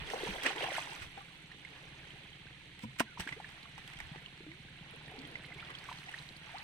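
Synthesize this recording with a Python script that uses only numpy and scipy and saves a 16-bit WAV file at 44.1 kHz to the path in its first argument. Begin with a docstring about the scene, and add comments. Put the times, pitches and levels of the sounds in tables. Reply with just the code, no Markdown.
"""Wading in a weedy pond, under a steady airy hiss with a low hum, and a far engine of pulsed, ringing thuds.
From the start strokes of limbs swell swarms of ringing bubbles and spray, with plops and slaps on top.
Near 3 s a hollow plastic bottle is flicked, whirrs as a wavering tone and lands with a ringing slap;
a faint whistle follows. From about 5 s a lifted clump of weed gurgles, trickles and drips."""
import sys
import numpy as np
from scipy import signal
from scipy.fft import rfft, irfft
from scipy.io import wavfile

SR = 44100
rng = np.random.default_rng(int(sys.argv[2]) if len(sys.argv) > 2 else 0)


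def wrap_up_sound(samples):
    """Save the sound to the file named by the first command line argument, as 16-bit audio."""
    columns = np.atleast_2d(samples).T
    # keep every value between -1 and 1, then stretch to whole-number steps
    tamed = np.clip(columns, -1, 1)
    steps = np.round(tamed * 32767).astype(np.int16)
    wavfile.write(sys.argv[1], SR, steps)


N = 292383
TIME = np.arange(N) / SR

# spectrum of small bubbles (pitch_hz, relative_db per Hz)
SMALL_BUBBLE_SPECTRUM = [(480, -17.5), (740, 1), (950, -0.5), (1200, -5.5), (1700, 2.5), (2300, -1.5),
                         (3100, -0.5), (4000, -12.5), (5000, -17.5)]


def gain_of(db):
    """Turns decibels into an amplitude gain."""
    return 10 ** (np.asarray(db) / 20)


def evened(x):
    """Scales a signal to rms 1."""
    return x / np.sqrt(np.mean(x ** 2) + 1e-20)


def read(points, hz):
    """Interpolates a (frequency_hz, value) table on a log-frequency axis."""
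    f, value = np.transpose(points)
    return np.interp(np.log(hz + 1), np.log(f + 1), value)


def add(mix, start_s, sound):
    """Mixes a sound in at start_s."""
    part = mix[max(round(start_s * SR), 0):][:len(sound)]
    part += sound[:len(part)]


def around(hz):
    """Gives a spectrum with one broad hump at hz."""
    return [(hz / 20, -50), (hz / 2, -17), (hz, 0), (hz * 1.5, -7), (hz * 3, -24), (hz * 10, -55)]


def noise(spectrum, size, tilt_db=0):
    """Shapes white noise to a spectrum, tilted by tilt_db an octave, at rms 1."""
    hz = np.fft.rfftfreq(size, 1 / SR)
    shape = gain_of(read(spectrum, hz) + tilt_db * np.log2(hz + 1))
    return evened(irfft(rfft(rng.standard_normal(size)) * shape, size))


def drift(rate_hz):
    """Wanders at random, with no movement faster than rate_hz, at rms 1."""
    slow = np.fft.rfftfreq(N, 1 / SR) < rate_hz
    return evened(irfft(rfft(rng.standard_normal(N)) * slow, N))


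def surge(t, hold, swell, decay):
    """An envelope that swells exponentially up to t = 0, holds, and dies away."""
    return np.exp(np.minimum(t, 0) / swell - np.maximum(t - hold, 0) / decay)


def ring(hz, t60, onset, glide=0):
    """A decaying sine: swells over onset seconds, glides at first by glide octaves a second."""
    t = np.arange(int(SR * (t60 + onset)) + 2) / SR
    turns = np.cumsum(hz * (1 + np.log(2) * glide * t)) / SR
    swell = np.sin(np.pi / 2 * np.minimum(t / onset, 1)) ** 2
    decay = np.exp(-np.log(1000) * np.maximum(t - onset, 0) / t60)
    return swell * decay * np.sin(2 * np.pi * turns)


def swarm(spectrum, per_s, cycles, rise, spread_db, count):
    """Bubbles of count sizes at chance moments, each rising up to rise octaves per t60 near the surface."""
    out = np.zeros(N)
    number = round(per_s / count * N / SR)  # bubbles of each size
    for hz in np.geomspace(spectrum[0][0], spectrum[-1][0], count):
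        when = rng.integers(0, N, number)
        force = np.minimum(rng.exponential(1, number), 3)
        births = np.bincount(when, gain_of(spread_db * force), N)
        t60 = cycles * rng.uniform(1.0, 1.75) / hz
        bubble = ring(hz, t60, 1 / hz, rise * rng.random() / t60)
        # the root of hz makes up for the wider spacing of the higher pitches
        level = gain_of(read(spectrum, hz)) * np.sqrt(hz)
        out += level * evened(signal.oaconvolve(births, bubble)[:N])
    return evened(out)


def scatter(x, t60):
    """Dense little reflections off the ripples and leaves, as a decaying noise echo."""
    t = np.arange(int(SR * t60)) / SR
    taps = rng.standard_normal(len(t)) * np.exp(-np.log(1000) * t / t60)
    return signal.oaconvolve(x, taps / np.linalg.norm(taps))[:N]


def ports(x, other):
    """Two microphone ports are most alike from 120 to 350 Hz, and differ in deep rumble and treble."""
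    # left-right likeness (frequency_hz, likeness from 0 to 1)
    likeness = [(30, 0.2), (70, 0.46), (120, 1), (350, 0.98), (900, 0.72), (1500, 0.29), (3000, 0.1),
                (6000, 0.021)]
    # tilt of level between the ports (frequency_hz, left_minus_right_db)
    balance = [(30, 0.5), (70, -1), (130, -0.5), (350, -.5), (800, 2.5), (1100, -2), (1650, -1),
               (2150, -8.5), (2800, -4.5), (4000, -5), (5700, -5), (8000, -5.5), (10000, 0.5),
               (13000, -5.5)]
    # phase by which left leads (frequency_hz, lead_radians)
    lead = [(100, 0.015), (500, 0.63), (1200, 0.92), (3000, 0.94), (6000, 0.056)]
    hz = np.fft.rfftfreq(N, 1 / SR)
    same = np.clip(read(likeness, hz), 0, .99)
    mid = rfft(x)
    side = rfft(other) * np.sqrt((1 - same) / (1 + same))
    # half of each difference goes to either port
    lean = gain_of(read(balance, hz) / 2) * np.exp(.5j * read(lead, hz))
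    return irfft(np.array([(mid + side) * lean, (mid - side) / lean]), N)


def fields():
    """A steady hum and hiss, ripples lapping among weeds, and rumbling puffs of air on the microphone."""
    # steady background noise: a low engine hum near 150 Hz under an airy hiss
    # (frequency_hz, relative_db per Hz)
    background_spectrum = [(20, -26), (93, -15), (150, 9.5), (234, -6.5), (320, -1.5), (640, -63),
                           (800, -21), (1120, -17.5), (2080, -4), (3070, -5), (4200, -10), (5080, -30),
                           (9500, -27.5), (15500, -62)]
    # rumble of moving air (frequency_hz, relative_db per Hz)
    rumble_spectrum = [(10, -9), (30, 1.5), (70, -1), (130, -22), (260, -22), (1000, -54)]
    # puffs over the light breeze (peak_s, level_db, swell_s)
    puff_rows = [(.015, -46.5, 0.074), (.31, -49, 0.039), (1.025, -50, 0.013), (4.05, -62, 0.16)]
    breeze_db, puff_decay_s = -72, 0.04
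    background_db, lapping_db = -58.5, -65
    wind = gain_of(breeze_db)
    for peak_s, level_db, swell_s in puff_rows:
        wind = wind + gain_of(level_db) * surge(TIME - peak_s, 0, swell_s, puff_decay_s)
    ripples = gain_of(1.5 * drift(rate_hz=6))
    lapping = ripples * swarm(SMALL_BUBBLE_SPECTRUM, per_s=300, cycles=30, rise=.3, spread_db=3, count=26)
    background = gain_of(background_db + .5 * drift(rate_hz=14)) * noise(background_spectrum, N)
    return background + gain_of(lapping_db) * lapping + wind * noise(rumble_spectrum, N)


def far_engine():
    """One cylinder fires steadily but with uneven force: low exhaust resonances ring, gas chuffs after."""
    # exhaust resonances (pitch_hz, relative_db, t60_s)
    exhaust_modes = [(35, -5.5, 0.2), (74.3, 0, 0.18), (134.7, 2, 0.16), (151.7, 5.5, 0.1),
                     (212, -31, 0.013), (350, -49, 0.026)]
    # loudness of the thuds and chuffs together (time_s, level_db)
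    engine_level = [(0, -63.5), (2.5, -60.5), (4.5, -59.5), (5.7, -57), (6.6, -61)]
    firings_hz = 18.69
    chuff_hz, chuff_db = 131, -9.5  # level against the thuds
    chuff_share = 0.01  # part of a firing cycle in which a chuff peaks
    turns = firings_hz * (TIME + .005)
    strength = gain_of(2.7 * drift(rate_hz=12))
    firings = np.diff(np.floor(turns), prepend=0) * strength
    thuds = np.zeros(N)
    for hz, mode_db, t60 in exhaust_modes:
        thuds += gain_of(mode_db) * signal.oaconvolve(firings, ring(hz, t60, onset=0.0058))[:N]
    age = turns % 1 / chuff_share
    chuffs = strength * age * np.exp(-age) * noise(around(chuff_hz), N)
    engine = evened(evened(thuds) + gain_of(chuff_db) * evened(chuffs))
    return gain_of(np.interp(TIME, *np.transpose(engine_level))) * engine


def whistle():
    """A faint, airy whistle arches and sags in pitch just after the bottle lands."""
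    start_s, length_s = 3.04, .125
    level_db, top_hz = -62, 1550
    u = np.clip((TIME - start_s) / length_s, 0, 1)
    pitch_hz = top_hz * 2 ** (-.7 * (u - .3) ** 2)  # highest at three tenths of the way
    angle = 2 * np.pi * np.cumsum(pitch_hz) / SR
    # two wandering strengths a quarter turn apart blur the tone
    airy = evened(drift(100) * np.sin(angle) + drift(100) * np.cos(angle))
    return gain_of(level_db) * np.sin(np.pi * u) * airy


def patter():
    """Fine drops keep falling from the wet weed and arm, as a swarm of brief ticks."""
    # time and level of the patter (full_s, hold_s, level_db)
    patter_span = (5.2, .98, -60)
    full_s, hold_s, level_db = patter_span
    fade_s = 0.097
    ticks = swarm(SMALL_BUBBLE_SPECTRUM[3:], per_s=450, cycles=10, rise=.3, spread_db=3, count=16)
    return gain_of(level_db) * surge(TIME - full_s, hold_s, fade_s, fade_s) * ticks


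def trickle():
    """Water pours off the lifted weed and pinches off a few clear, rising bubbles."""
    # time and level of the falling thread of water (full_s, hold_s, level_db)
    trickle_span = (5.5, 0.46, -63)
    full_s, hold_s, level_db = trickle_span
    fade_s = 0.097  # it starts and stops gradually
    bubbles = swarm(SMALL_BUBBLE_SPECTRUM[1:-2], per_s=110, cycles=40, rise=.7, spread_db=1.5, count=10)
    return gain_of(level_db) * surge(TIME - full_s, hold_s, fade_s, fade_s) * bubbles


def runoff():
    """Small drops of chance size fall at chance moments from whatever is lifted, as rows like drips."""
    # water running off an arm, the bottle, the weed (start_s, length_s, level_db before the drips' trim)
    runoff_spans = [(0.998, 0.68, -57), (3.75, 0.31, -68), (4.902, 1.5, -52.5)]
    drops_per_s, spread_db = 20, 5  # strengths vary by up to the spread either way
    low_hz, high_hz = 7800, 10200
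    rows = []
    for start_s, length_s, level_db in runoff_spans:
        for k, (when, small, strength) in enumerate(rng.random((64, 3))):
            delay_s = (k + when) / drops_per_s
            pitch_hz = low_hz * (high_hz / low_hz) ** small
            if delay_s < length_s:
                drop_db = level_db + spread_db * (2 * strength - 1)
                rows.append((start_s + delay_s, drop_db, pitch_hz))
    return rows


def drips():
    """A drop lands on a leaf or the surface with a small noise spatter and a very short ring."""
    # the heaviest drops (start_s, level_db before the trim, pitch_hz)
    heavy_drops = [(.074, -33, 3190), (1.019, -37.5, 1484), (1.064, -41, 3200), (1.159, -42, 2290),
                   (1.355, -46, 3080), (2.105, -38, 3020), (3.63, -40, 4070), (3.876, -39, 3210),
                   (3.929, -49, 2550), (3.97, -39, 3150), (4.26, -35, 2900), (4.516, -39, 2120),
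                   (4.685, -45, 1590), (5.06, -41, 3570), (5.081, -42, 1810), (5.189, -38, 4330),
                   (5.251, -37, 3200), (5.603, -38, 3400), (5.648, -39, 3300), (5.751, -33, 3160),
                   (5.786, -38, 4340), (5.928, -41, 3900), (5.985, -41, 4150), (6.092, -35, 2750),
                   (6.125, -40, 2850), (6.187, -34, 3900), (6.289, -37, 4040), (6.365, -42, 4300),
                   (6.566, -40, 3000), (6.583, -38, 4200)]
    ring_cycles = 56
    spatter_db, spatter_s = -15.5, 0.0078  # level against the ring, decay
    trim_db = -6  # applied to every drop
    out, t = np.zeros(N), np.arange(512) / SR
    for start_s, level_db, hz in heavy_drops + runoff():
        tick = ring(hz, t60=ring_cycles / hz, onset=.001, glide=10)
        add(out, start_s, gain_of(level_db) * tick)
        spatter = np.exp(-t / spatter_s) * noise(around(hz), len(t))
        add(out, start_s, gain_of(level_db + spatter_db) * spatter)
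    return gain_of(trim_db) * out


def weed_pull():
    """Water drains through the rising roots; the pockets shrink, so the gurgle climbs."""
    # pockets among the weed's roots at the moment the clump comes free (pitch_hz, relative_db per Hz)
    pocket_spectrum = [(210, -1), (280, 7), (360, -6), (460, 2.5), (580, -9), (760, -3.5), (980, -16)]
    free_s, level_db = 5.21, -56.5  # the clump comes free of the surface
    octaves_per_s = .6
    bubbles = swarm(pocket_spectrum, per_s=700, cycles=30, rise=.25, spread_db=1, count=24)
    # the swarm is played ever faster for half a second either side of coming free
    speed = 2 ** (octaves_per_s * np.clip(TIME - free_s, -.5, .5))
    climbing = np.interp(np.cumsum(speed) % N, np.arange(N), bubbles)
    return gain_of(level_db) * surge(TIME - free_s, 0, swell=0.22, decay=0.31) * climbing


def bottle():
    """The hollow bottle rings when flicked, whirrs as it turns over, and rings again on landing."""
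    # whirr in the air (time_s, level_db, pitch_hz)
    whirr_points = [(2.835, -64, 124), (2.85, -47, 110), (2.89, -51, 132), (2.94, -55, 135),
                    (2.96, -72, 130)]
    # flick from the fingers, then landing (start_s, level_db, contact_s, brightness_db per octave)
    knock_rows = [(2.83, -30.5, 0.016, -2.5), (3.006, -32, 0.00079, 6.5)]
    # resonances of the hollow bottle (pitch_hz, relative_db, t60_s)
    bottle_modes = [(222.4, -5.5, 0.12), (252, -6.5, 0.034), (507, -17.5, 0.035), (755, -26, 0.028),
                    (972, -9.5, 0.035)]
    time_s, whirr_db, whirr_hz = np.transpose(whirr_points)
    turns = np.cumsum(np.interp(TIME, time_s, whirr_hz)) / SR
    out = np.interp(TIME, time_s, gain_of(whirr_db), left=0, right=0) * np.sin(2 * np.pi * turns)
    lowest_hz = bottle_modes[0][0]
    for start_s, level_db, contact_s, tilt_db in knock_rows:
        for hz, mode_db, t60 in bottle_modes:
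            bright_db = tilt_db * np.log2(hz / lowest_hz)
            add(out, start_s, gain_of(level_db + mode_db + bright_db) * ring(hz, t60, contact_s))
    return out


def bloops():
    """A wide hollow swells into its note and climbs in pitch as it closes."""
    # slowly closing hollows (start_s, length_s, peak_db, start_pitch_hz, rise_octaves)
    hollow_rows = [(0.109, 0.017, -47, 428, .2), (.256, 0.017, -37, 372, 0.5),
                   (.336, 0.016, -43, 480, 0.28), (0.669, 0.013, -44, 667, 0.16),
                   (3.363, .022, -47, 362, .55), (5.687, 0.03, -51.5, 957, 0.6),
                   (6.537, 0.033, -41.5, 623, 0.75)]
    out = np.zeros(N)
    for start_s, length_s, peak_db, hz, octaves in hollow_rows:
        u = np.linspace(0, 1, int(length_s * SR))
        turns = np.cumsum(hz * 2 ** (octaves * u)) / SR
        add(out, start_s, gain_of(peak_db) * np.sin(np.pi * u) * np.sin(2 * np.pi * turns))
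    return out


def splashes():
    """Each slap on the surface is a short, ragged noise burst that swells and dies."""
    # things striking the surface (peak_s, peak_rms_db, swell_s, decay_s, brightness_db per octave)
    slap_rows = [(0.102, -38.5, .001, 0.0036, -2.5), (.435, -39.5, .002, 0.0076, 1.5),
                 (.464, -30, 0.0079, .016, -5.5), (0.4646, -25, 0.00037, 0.00051, -2.5),
                 (0.563, -39.5, 0.002, 0.0025, -4), (.642, -34, 0.0022, 0.002, -5.5),
                 (1.025, -47, 0.014, 0.021, -2), (1.177, -49, .002, .01, -7),
                 (2.792, -50.5, .001, 0.0025, -0.5), (2.839, -53, 0.017, 0.0081, 1),
                 (2.962, -50.5, 0.0009, 0.0037, -5), (2.988, -45, .0015, 0.0073, 1),
                 (2.9979, -26.5, 0.00045, 0.0013, 1.5), (3.0034, -31.5, 0.00046, 0.0018, 7),
                 (3.0044, -31, 0.0046, 0.0086, -3.5), (3.198, -41, .001, 0.0036, 2),
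                 (3.205, -38.5, 0.0036, 0.0067, -0.5), (3.276, -43.5, .002, 0.0039, -3.5),
                 (3.292, -43.5, 0.0076, 0.0032, -4.5), (3.327, -48, .005, 0.011, -5.5),
                 (3.492, -46, .001, 0.0015, -4), (3.78, -49.5, .0015, 0.013, -3),
                 (3.877, -51, .001, 0.0045, 1), (3.902, -51, .002, .002, -3),
                 (3.936, -48, .002, .002, -2.5), (3.989, -45, .001, .002, -2),
                 (4.004, -45, .0025, 0.0025, -1), (4.16, -44, 0.0012, .003, -8),
                 (4.377, -49.5, 0.00088, 0.0023, -4.5), (4.466, -50, 0.00063, .003, -8.5),
                 (5.704, -49, 0.0059, 0.012, -6), (5.928, -44.5, .0015, 0.0025, -5)]
    # spectrum of a slap before its brightness tilt (frequency_hz, relative_db per Hz)
    slap_spectrum = [(120, -76), (270, -10), (700, -10.5), (1150, -1), (1800, 4), (2700, 4.5), (4000, -5),
                     (6000, -7), (7100, -13), (8100, -4), (9200, -12.5), (15500, -22)]
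    out, t = np.zeros(N), np.arange(SR // 4) / SR
    t = t - t[len(t) // 4]  # leaves room for the swell before the peak
    for peak_s, level_db, swell_s, decay_s, tilt_db in slap_rows:
        burst = np.exp(np.where(t < 0, t / swell_s, -t / decay_s))
        add(out, peak_s + t[0], gain_of(level_db) * burst * noise(slap_spectrum, len(t), tilt_db))
    return out * gain_of(0.39 * drift(rate_hz=1200))


def plops():
    """Water spits as each bubble pinches off, wobbles, chirps and sheds smaller ones; air pockets thud."""
    # clearest single bubbles (start_s, level_db before pitch weighting, start_pitch_hz, t60_s,
    # glide in octaves per s)
    bubble_rows = [(.134, -27, 750, 0.018, 6), (.139, -34, 442, 0.059, 20), (.158, -33.5, 723, .04, 10),
                   (0.207, -37.5, 448, 0.036, 12), (.233, -28.5, 388, 0.042, -4),
                   (.449, -32.5, 474, .046, 25), (.27, -34, 930, 0.031, 3), (.359, -38, 740, 0.047, 1),
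                   (.46, -23, 1810, 0.022, 17), (.482, -34, 2880, .018, 12), (.504, -36, 783, 0.077, 2.5),
                   (.517, -36, 2960, .03, 5), (.558, -39.5, 322, 0.1, 23), (.568, -35.5, 880, 0.033, 11),
                   (.603, -30, 2600, 0.019, 12), (.607, -32, 668, 0.039, 15), (.617, -34.5, 406, 0.08, 1.5),
                   (.628, -31.5, 505, 0.062, 26), (0.641, -39, 2860, 0.025, 7),
                   (.644, -29.5, 785, 0.046, -1.5), (.66, -36, 890, .025, 12), (.684, -31, 710, 0.03, 10),
                   (.703, -35, 1990, .03, -4), (.718, -33, 600, 0.029, 7), (.736, -44, 2370, .025, 7),
                   (.749, -34, 1440, 0.036, -5), (.781, -24, 813, 0.0061, 19),
                   (.872, -34.5, 880, 0.012, 14), (.921, -41, 815, 0.048, 18),
                   (1.174, -38.5, 784, 0.099, 1), (1.207, -46, 1186, 0.064, -2),
                   (1.515, -36.5, 1810, 0.025, 8), (1.648, -39.5, 2100, 0.028, 5),
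                   (2.467, -46, 1610, .03, -2), (3.008, -28.5, 980, 0.034, 13),
                   (3.173, -38.5, 1010, 0.033, -9), (3.273, -31.5, 1590, 0.025, 8),
                   (3.289, -33.5, 2080, 0.012, 25), (3.323, -32.5, 1980, 0.043, 4.5),
                   (3.399, -37, 790, 0.028, 15), (3.443, -38.5, 1810, 0.039, -7.5),
                   (3.654, -45, 1140, 0.035, -3), (3.778, -43, 844, 0.023, 2),
                   (4.001, -32, 1870, 0.0061, 14), (4.002, -43.5, 813, .025, 5), (4.147, -43, 824, 0.03, 6),
                   (4.404, -40.5, 308, 0.031, 20), (4.465, -43.5, 289, 0.27, 4.5),
                   (4.928, -52, 1340, .05, 1), (4.935, -50, 429, 0.11, 13), (5.115, -48, 710, .06, 6),
                   (5.135, -45, 396, 0.065, 12), (5.146, -50, 745, 0.087, 12),
                   (5.18, -46.5, 251.5, 0.36, 4), (5.268, -56, 416, .08, 10),
                   (5.353, -31.5, 1950, 0.032, 19), (5.443, -43.5, 2100, 0.026, 4),
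                   (5.483, -44, 2000, 0.023, 3), (5.505, -51, 643, 0.11, 14), (5.519, -41.5, 2080, .05, -2),
                   (5.56, -51, 403, 0.055, 8), (5.584, -40, 2120, .05, 5.5),
                   (5.595, -40.5, 2100, .04, 39.5), (5.625, -41.5, 1330, 0.034, 8),
                   (5.67, -45, 2760, 0.037, 5), (5.708, -45, 1466, .07, 22), (5.851, -42.5, 1600, 0.02, -6),
                   (5.887, -32.5, 1010, 0.028, 28), (5.889, -43.5, 2025, 0.062, 38.5),
                   (5.913, -35, 873, 0.032, 26), (6.071, -49, 717, 0.057, 6), (6.084, -41, 1910, 0.038, 7),
                   (6.087, -44, 775, 0.036, 9), (6.139, -33.5, 1670, .035, 29),
                   (6.568, -43, 1140, 0.028, 8)]
    # water closing over a pocket of air (start_s, peak_db, pitch_hz, t60_s)
    plunge_rows = [(0.013, -43.5, 149, 0.1), (0.286, -36, 195, 0.12), (1.013, -41, 103, 0.056),
                   (3.004, -20, 256, 0.025), (3.0054, -23.5, 706, 0.019), (3.0027, -21.5, 1404, 0.021),
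                   (3.0045, -23.5, 1950, 0.009), (3.193, -37.5, 178, 0.1), (3.198, -38.5, 66, 0.049),
                   (3.198, -36, 870, 0.022), (3.2, -38, 400, 0.012), (3.266, -39.5, 287, 0.029),
                   (4.04, -48, 85, 0.12), (4.115, -38.5, 148, 0.046)]
    shed_count, shed_db = 2, -17  # level against the parent
    shed_within_s, shed_octaves = .012, .5  # latest delay, farthest pitch above the parent
    spit_db, spit_peak_s = -17.5, .004  # level against the row's level_db
    chirps, out, t = np.zeros(N), np.zeros(N), np.arange(2048) / SR
    spit = t / spit_peak_s * np.exp(1 - t / spit_peak_s)
    for start_s, level_db, hz, t60, glide in bubble_rows:
        # level weighting: lower pitches are played a little louder
        strength = gain_of(level_db - 2.2 - .9 * np.log2(hz / 800))
        add(chirps, start_s, strength * ring(hz, t60, onset=.003, glide=glide))
        for late, smaller in rng.random((shed_count, 2)):
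            small_hz = hz * 2 ** (shed_octaves * smaller)
            small = gain_of(shed_db) * ring(small_hz, t60=.018, onset=.002, glide=glide)
            add(chirps, start_s + shed_within_s * late, strength * small)
        add(out, start_s, gain_of(level_db + spit_db) * spit * noise(around(hz), len(t)))
    for start_s, peak_db, hz, t60 in plunge_rows:
        add(out, start_s, gain_of(peak_db) * ring(hz, t60, onset=.5 / hz))
    return out + chirps * gain_of(1.05 * drift(rate_hz=400))


def stirring():
    """Strength of slosh, gurgle and spray: strokes swell, settle and add in power to the calm water."""
    # strokes of a hand or leg, levels before the layer trims
    # (full_force_s, half_length_s, gurgle_db, slosh_db, spray_db)
    stroke_rows = [(0.006, 0.084, -46, -75, -70), (0.12, 0.053, -44.5, -45.5, -61),
                   (0.262, 0.12, -41.5, -46, -59), (0.468, 0.045, -35.5, -44, -57),
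                   (0.622, 0.064, -38.5, -49.5, -59.5), (0.761, 0.06, -40, -53.5, -56),
                   (0.92, 0.057, -46.5, -60, -63.5), (1.19, 0.024, -58, -80, -78),
                   (1.76, 0.13, -56, -61.5, -76.5), (2.074, 0.18, -57.5, -62, -79),
                   (3.209, 0.023, -47, -70, -60), (3.293, 0.039, -54, -77, -72),
                   (3.525, 0.18, -56.5, -87, -77), (3.96, 0.18, -54, -87, -74.5),
                   (4.138, 0.11, -57, -71, -94), (4.95, 0.27, -58, -69, -98),
                   (5.264, 0.27, -57, -61.5, -83), (5.667, 0.12, -52.5, -64, -81),
                   (5.916, 0.14, -54, -67, -69.5), (6.173, 0.1, -53, -65, -69.5),
                   (6.56, 0.18, -50, -90, -73)]
    wake_db, wake_s = -11.5, 0.33  # the wake of a stroke laps on, much weaker
    settle_share = 1.42  # the water takes this much longer to settle than to swell
    calm_db = [[-66], [-79], [-77.5]]  # slosh, gurgle, spray round the body between strokes
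    t = TIME[::64]
    power = gain_of(calm_db) ** 2
    for full_s, length_s, gurgle_db, slosh_db, spray_db in stroke_rows:
        since = t - full_s
        width_s = np.where(since < 0, length_s, settle_share * length_s)
        push = np.exp(-(since / width_s) ** 2)
        wake = gain_of(wake_db) * surge(since, 0, length_s, wake_s)
        power = power + (gain_of([[slosh_db], [gurgle_db], [spray_db]]) * (push + wake)) ** 2
    return [np.interp(TIME, t, np.sqrt(layer)) for layer in power]


def stirred_water():
    """Moving limbs shed swarms of large and small bubbles, a fine fizz and scattered droplets."""
    # spectrum of big bubbles (pitch_hz, relative_db per Hz)
    big_bubble_spectrum = [(200, -28), (280, 3), (430, 4), (600, -3), (950, -5)]
    # spectrum of droplets and fizz (frequency_hz, relative_db per Hz)
    droplet_spectrum = [(3000, 3), (4300, 7.5), (5200, 0), (6100, 8), (7100, -9.5), (8100, 7), (9000, -3),
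                        (10500, -0.5), (12500, -12), (15500, -17)]
    slosh_trim_db, gurgle_trim_db, droplets_db = -4.5, -5.5, -2
    slosh, gurgle, spray = stirring()
    deep = swarm(big_bubble_spectrum, per_s=520, cycles=26, rise=.45, spread_db=2, count=20)
    small = swarm(SMALL_BUBBLE_SPECTRUM, per_s=2200, cycles=32, rise=.4, spread_db=3.2, count=44)
    droplets = swarm(droplet_spectrum, per_s=400, cycles=22, rise=.1, spread_db=4, count=20)
    fine = noise(droplet_spectrum, N) + gain_of(droplets_db) * droplets
    bubbling = gain_of(slosh_trim_db) * slosh * deep + gain_of(gurgle_trim_db) * gurgle * small
    return bubbling + spray * fine


def scene():
    """Near water sounds with a faint scattered tail, over the distant background."""
    single = plops() + bloops() + weed_pull() + patter() + drips() + trickle() + bottle() + whistle()
    near = single + stirred_water() + splashes()
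    tail = gain_of(-21) * scatter(near, t60=.12)
    middle = near + tail + far_engine() + fields()
    # a wandering quarter-turn copy: single sounds come from varied directions, out of step at the ports
    out_of_step = signal.hilbert(single).imag * np.tanh(2 * drift(rate_hz=11.0))
    # fresh draws of the broad layers widen the picture
    sides = out_of_step + stirred_water() + splashes() + fields()
    return ports(middle, sides)


def record(dry):
    """The recorder's band limit, a steep low-pass filter."""
    edge_hz = 15900
    low_pass = signal.firwin(511, edge_hz, window=("kaiser", 9), fs=SR)
    return signal.oaconvolve(dry, low_pass[None], "same")


dry = scene()
out = record(dry)
wrap_up_sound(out)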